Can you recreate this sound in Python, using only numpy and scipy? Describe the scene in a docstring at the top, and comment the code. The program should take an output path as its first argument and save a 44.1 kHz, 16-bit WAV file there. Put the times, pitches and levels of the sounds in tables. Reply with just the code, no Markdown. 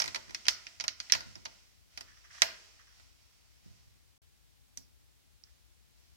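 """Small plastic keys of a pocket computer click close to the microphone: quick runs, then singly.
Each click is a snap and a short ring of the plastic case; firm pushes thud into the desk.
The hand rubs and creaks on the plastic and rocks the case. A small quiet room answers.
Two microphone ports ring at 5.0 and 5.7 kHz over faint hiss and rumble; all cuts out once for 40 ms."""
import sys
import numpy as np
from scipy import signal
from scipy.fft import rfft, irfft
from scipy.io import wavfile

SR = 44100
rng = np.random.default_rng(int(sys.argv[2]) if len(sys.argv) > 2 else 0)


def wav_out(sig):
    """Save sig, one row per channel (or a flat mono array), as 16-bit PCM at SR to the path in sys.argv[1]."""
    wavfile.write(sys.argv[1], SR, np.round(np.clip(np.atleast_2d(sig).T, -1, 1) * 32767).astype(np.int16))


N = 271656

# key clicks: t/s, snap level/dB, ping f/Hz, knock, clack, edge (each /dB re snap), left-right/dB
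KEY_CLICKS = [(0.0, -33, 5600, -1, -5.5, -10, -1.5), (0.0174, -41.5, 5500, 3.5, 4.5, -4, -3),
              (0.02, -36, 5060, -23.5, -16.5, -20, -3), (0.0404, -42.5, 5030, 0.5, -1.5, -7.5, -0.5),
              (0.0578, -53.5, 2250, -1.5, -0.5, -4, -19), (0.0776, -41, 1830, -1, -4.5, -9, 2.5),
              (0.1457, -39.5, 2140, -1, 1, -11, -5.5), (0.158, -42, 4500, 3.5, 1.5, -9, -1),
              (0.2939, -59, 2120, 3.5, 4, -14.5, -1), (0.3069, -59, 5700, 6.5, 1.5, -5.5, -3),
              (0.3462, -39, 5580, -10.5, -0.5, -12.5, 1.5), (0.4534, -54.5, 3070, -3, 6.5, -21, -3),
              (0.4662, -46.5, 2340, 2.5, 0, -14, 1), (0.4826, -23, 5180, -13.5, -2, -12, -5.5),
              (0.6672, -51, 2440, -7, 5.5, -26, -4.5), (0.7991, -42, 2130, -3, 1.5, -23.5, -4.5),
              (0.8076, -39.5, 5030, -9.5, -2.5, -16.5, -4), (0.839, -46, 5300, 6.5, -0.5, -5.5, 1.5),
              (0.8798, -31.5, 4400, -19, -3.5, -17, -4.5), (1.001, -38, 4450, -14, -4.5, -20.5, -3.5),
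              (1.098, -47.5, 1930, -3.5, 7.5, -16.5, 0.5), (1.1211, -24.5, 5400, -20, -6, -11, -7.5),
              (1.1351, -32.5, 5040, -7.5, 0, -20, 1.5), (1.1492, -40, 1920, 5, 2, -6.5, -3.5),
              (1.2052, -49, 4950, 3, -10, -12, -1.5), (1.3542, -53.5, 5100, 0, -8, -18, -4.5),
              (1.4523, -52.5, 4960, -12, -8, -17, -1), (1.4549, -43.5, 4500, 0, 1, -14.5, -3),
              (1.9745, -45, 4800, -2.5, -1, -9, -2.5), (2.0078, -50.5, 5070, -0.5, -0.5, -4.5, -4),
              (2.4187, -24.5, 2060, 0, 2, -6.5, -4), (2.9961, -73.5, 1900, 7.5, 7, 0, -10),
              (4.7729, -48, 5900, -14, -10.5, 0, -4), (5.437, -59.5, 5330, -32.5, -15.5, -29.5, -7.5)]
# knock, clack, snap, edge bands: low f/Hz, high f/Hz, extra ring/dB, ring t60/s, left-right correlation
CLICK_BANDS = [(460, 2300, 11, 0.046, 0.95), (1520, 4240, 6, 0.053, 0.08), (3700, 6500, -0.5, 0.043, 0),
               (6500, 27000, 3, 0.043, 0.17)]
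# plastic case resonances: f/Hz, width/Hz, level/dB
CASE_MODES = [(662.4, 130, 3.5), (1027, 120, 2), (1254, 180, 1.5), (1480, 320, -0.5), (1954, 300, 2.5),
              (2510, 580, 1), (3200, 520, 1), (3930, 600, 0.5), (4570, 780, 2), (5447, 820, -0.5),
              (6280, 1100, 0.5), (7747, 3200, -5), (15010, 1200, -15.5)]
# hand strokes over the case: t/s, length/s, level/dB
RUB_STROKES = [(0, 0.01, -49.5), (.3, 0.39, -60), (.95, 0.33, -59.5), (1.47, 0.032, -63),
               (1.88, 0.18, -66.5), (2.1, 0.21, -68.5), (2.29, 0.23, -56.5), (2.55, 0.41, -71.5),
               (2.92, 0.035, -65.5), (3.15, 0.42, -73.5), (3.6, 0.18, -71), (5.44, .07, -76),
               (5.92, .16, -75)]
# finger stick-slip spells: t/s, length/s, level/dB
CREAK_STROKES = [(0, .03, -44.5), (.272, .02, -59.5), (2.07, .06, -61.5), (2.165, 0.017, -57.5),
                 (2.238, .025, -55.5), (2.298, .11, -56), (2.785, .03, -59.5), (2.865, .06, -64),
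                 (5.465, 0.017, -69)]
# resonances rung by a creak: f/Hz, width/Hz, level/dB
CREAK_RESONANCES = [(1130, 200, -3), (1820, 320, 2.5), (3330, 220, -8), (4880, 420, -17), (6040, 360, -12)]
# case rocking on the desk: t/s, level/dB, upper edge f/Hz
CASE_BUMPS = [(0.046, -45, 260), (0.279, -52, 293.3), (1.14, -44.5, 170), (1.254, -48, 140),
              (1.355, -52, 251), (3.654, -48, 119.8), (3.86, -57.5, 110), (4.775, -56.5, 250.4)]
# room reflections: f/Hz, t60/s, level/dB
ROOM_DECAY = [(152.1, 0.45, -12.5), (360, 1, -12), (700, 0.15, -12), (1299, .47, -11), (2211, 0.43, -16),
              (4970, 0.32, -14), (9000, 0.12, -13.5), (14720, .3, -8)]
# microphone port resonances, left then right: f/Hz, width/Hz, added gain
MIC_PORTS = [(5040, 530, 0.79), (5683, 490, 3)]
# background spectrum: f/Hz, relative density/dB
FLOOR_SPECTRUM = [(24, -35), (40, -7.5), (56, 3), (85, -3.5), (125, -12.5), (185, -16), (270, -17.5),
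                  (500, -25.5), (1200, -28.5), (4000, -25.5), (8000, -29.5), (12000, -32.5), (15500, -32.5)]
# background likeness of the sides: f/Hz, correlation
FLOOR_CORRELATION = [(60, 0.94), (130, 0.87), (290, 0.82), (700, 0.016)]
# background balance: f/Hz, left-right/dB
FLOOR_PAN = [(110, 7), (400, 1.5), (1300, 1), (8000, -1.5)]


def gain(db):
    return 10 ** (np.asarray(db) / 20)


def unit_rms(x):
    return x / np.sqrt(np.mean(x ** 2) + 1e-20)


def log_interp(points, hz):
    f_hz, value = np.transpose(points)
    return np.interp(np.log(hz + 1), np.log(f_hz + 1), value)


def add(mix, at_s, sound):
    part = mix[:, max(round(at_s * SR), 0):][:, :sound.shape[1]]
    part += sound[:, :part.shape[1]]


def correlated(noise, corr):
    return np.array([noise[0], corr * noise[0] + np.sqrt(1 - corr ** 2) * noise[1]])


def pan(balance_db):
    return np.vstack([gain(balance_db / 2), gain(-balance_db / 2)])


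def resonate(x, hz, width_hz):
    return signal.lfilter(*signal.iirpeak(hz, hz / width_hz, SR), x)


def bandpass(x, low_hz, high_hz, order=3):
    sos = signal.butter(order, [low_hz, min(high_hz, SR / 2 - 100)], "band", fs=SR, output="sos")
    return signal.sosfilt(sos, x)


def case(x, modes=CASE_MODES):
    """The plastic colours what strikes or rubs it; neighbouring modes swing in opposite senses."""
    return sum((-1) ** k * gain(db) * resonate(x, hz, width_hz)
               for k, (hz, width_hz, db) in enumerate(modes))


def click(levels_db, ping_hz, ping, ring_db, snap_s=0.00045, grit=0.76, right_lag_s=0.00025,
          ping_width_hz=480, overtone_ratio=2.1, size=2400):
    """Hard contact and a millisecond of grit ping the struck part; the case rings on densely."""
    t = np.arange(size) / SR
    snap = t / snap_s * np.exp(1 - t / snap_s)
    contact = np.linalg.norm(snap) * np.sinc((t - np.vstack([0, right_lag_s]) - snap_s / 2) * SR)
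    bursts = []
    for _, _, extra_db, t60_s, corr in CLICK_BANDS:
        ring = pan(balance_db=2) * gain(ring_db + extra_db - 60 * t / t60_s) * (1 - np.exp(-t / snap_s))
        noise = correlated(rng.standard_normal((2, size)), corr)
        bursts.append(contact + noise * np.hypot(grit * snap, ring))
    part_modes = sum(resonate(bursts, min(k * ping_hz, SR / 2 - 500), k * ping_width_hz)
                     for k in (1, overtone_ratio))
    coloured = case(np.array(bursts) + ping * part_modes)
    bands = np.array([bandpass(x, *band[:2]) for x, band in zip(coloured, CLICK_BANDS)])
    bands[0] *= -1  # knock inverted: adds to the clack where they overlap
    power = np.sum(bands ** 2, 2, keepdims=True) / (0.01 * SR)  # energy per 10 ms
    return np.sum(gain(levels_db)[:, None, None] * bands / np.sqrt(power), 0)


def keys(ping, gain_db=0.71, usual_db=-38):
    """Key clicks: more knock rings the case more; softer clicks with less ring ping more purely."""
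    out = np.zeros((2, N))
    for at_s, snap_db, ping_hz, knock_db, clack_db, edge_db, balance_db in KEY_CLICKS:
        levels_db = snap_db + np.array([knock_db, clack_db, 0, edge_db])
        ring_db = -4 + 0.3 * knock_db
        ping_db = -0.15 * (snap_db - usual_db) - 0.3 * ring_db
        add(out, at_s, click(levels_db, ping_hz, ping * gain(ping_db), ring_db) * pan(balance_db))
    return gain(gain_db) * out


def slips(per_s, spread_db):
    """Random tiny slips of uneven size."""
    return (rng.random(N) < per_s / SR) * gain(spread_db * np.minimum(rng.exponential(1, N), 3))


def strokes(rows, rise_s, fade_db_per_s):
    """Envelope of hand movements: each rises, holds, fades."""
    t = np.arange(N) / SR
    envelopes = []
    for at_s, length_s, db in rows:
        rise = np.clip((t - at_s) / rise_s, 0, 1)
        envelopes.append(rise * gain(db - fade_db_per_s * np.maximum(t - at_s - length_s, 0)))
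    return np.linalg.norm(envelopes, axis=0)


def rubbing(gain_db=-3.5, hiss=0.89, resting_db=-84.5):
    """Skin drags over plastic: slips and smooth hiss excite the case. The hand is never quite still."""
    drive = (slips(per_s=300, spread_db=2.5) + hiss) * rng.standard_normal((2, N))
    motion = np.hypot(strokes(RUB_STROKES, rise_s=0.061, fade_db_per_s=44), gain(resting_db))
    rub = unit_rms(bandpass(case(drive), low_hz=1200, high_hz=7500, order=1))
    return motion * rub * pan(balance_db=-0.5)


def creaking(gain_db=-2.5, slip_s=0.0023):
    """The pressed finger sticks and lets go: short bursts in a few case modes."""
    bursts = signal.lfilter([1], [1, -np.exp(-1 / (slip_s * SR))], slips(per_s=900, spread_db=0.5))
    drive = bursts * correlated(rng.standard_normal((2, N)), corr=0.16)
    creak = unit_rms(bandpass(case(drive, CREAK_RESONANCES), low_hz=1100, high_hz=7000))
    motion = strokes(CREAK_STROKES, rise_s=0.009, fade_db_per_s=551)
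    return gain(gain_db) * motion * creak * pan(balance_db=-3)


def boom(db, high_hz, t60_s, low_hz=42, rise_s=0.0032, size=22000):
    """The desk booms: one burst of low noise for both sides."""
    t = np.arange(size) / SR
    wood = bandpass(rng.standard_normal(size), low_hz, high_hz, order=2)
    wood *= gain(-60 * t / t60_s) * (1 - np.exp(-t / rise_s))
    power = np.sum(wood ** 2) / (0.02 * SR)  # energy per 20 ms
    return gain(db) * wood / np.sqrt(power) * pan(balance_db=-1.5)


def thuds(firm_thud_db=-52.5, firm_knock_db=-40, db_per_knock_db=0.61):
    """Each click's knock thuds into the desk; the rocking case booms deeper and longer."""
    out = np.zeros((2, N))
    for at_s, snap_db, _, knock_db, *_ in KEY_CLICKS:
        thud_db = firm_thud_db + db_per_knock_db * (snap_db + knock_db - firm_knock_db)
        add(out, at_s, boom(thud_db, high_hz=454, t60_s=0.1))
    for at_s, db, high_hz in CASE_BUMPS:
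        add(out, at_s, boom(db, high_hz, t60_s=0.27))
    return out


def room(x, first_s=0.002, build_s=0.0061):
    """Dense reflections build up and cross between the sides; each band decays at its own rate."""
    hz, t, noise = signal.stft(rng.standard_normal((2, 2, SR)), SR, nperseg=256)
    t60_s, wet_db = (log_interp(np.array(ROOM_DECAY)[:, [0, k]], hz)[:, None] for k in (1, 2))
    unit_energy = np.sqrt(np.log(1000) / (t60_s * SR))
    tails = signal.istft(noise * unit_energy * gain(wet_db - 60 * t / t60_s), SR, nperseg=256)[1]
    tails *= np.clip((np.arange(tails.shape[2]) / SR - first_s) / build_s, 0, 1)
    return signal.fftconvolve(x[None], tails, axes=2).sum(1)[:, :N]


def ports(x):
    """Each microphone sits behind a small hole with its own resonance."""
    return np.array([side + peak * resonate(side, hz, width_hz)
                     for side, (hz, width_hz, peak) in zip(x, MIC_PORTS)])


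def background(rms_db=-64):
    """Room rumble, shared by both sides, under uncorrelated microphone hiss."""
    hz = np.fft.rfftfreq(N, 1 / SR)
    noise = correlated(rfft(rng.standard_normal((2, N))), log_interp(FLOOR_CORRELATION, hz))
    spectrum = noise * gain(log_interp(FLOOR_SPECTRUM, hz)) * pan(log_interp(FLOOR_PAN, hz))
    return gain(rms_db) * unit_rms(irfft(spectrum, N))


def scene(room_gain_db=2.0):
    """Keys, hand and desk near the microphone, in a small room."""
    handling = rubbing() + creaking() + thuds()
    radiated = keys(ping=0.26) + handling  # pings even out over all directions
    direct = keys(ping=0.89) + handling
    return ports(direct + gain(room_gain_db) * room(radiated)) + background()


def record(dry, mute_from_s=4.1787, mute_to_s=4.2187, cutoff_hz=16400):
    """Right microphone in opposite polarity, one 40 ms dropout, low-pass."""
    t = np.arange(N) / SR
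    live = (t < mute_from_s) | (t > mute_to_s)
    wired = np.array([dry[0], -dry[1]]) * live
    lowpass = signal.firwin(511, cutoff_hz, window=("kaiser", 9), fs=SR)
    return signal.oaconvolve(wired, lowpass[None], "same")


dry = scene()
out = record(dry)
wav_out(out)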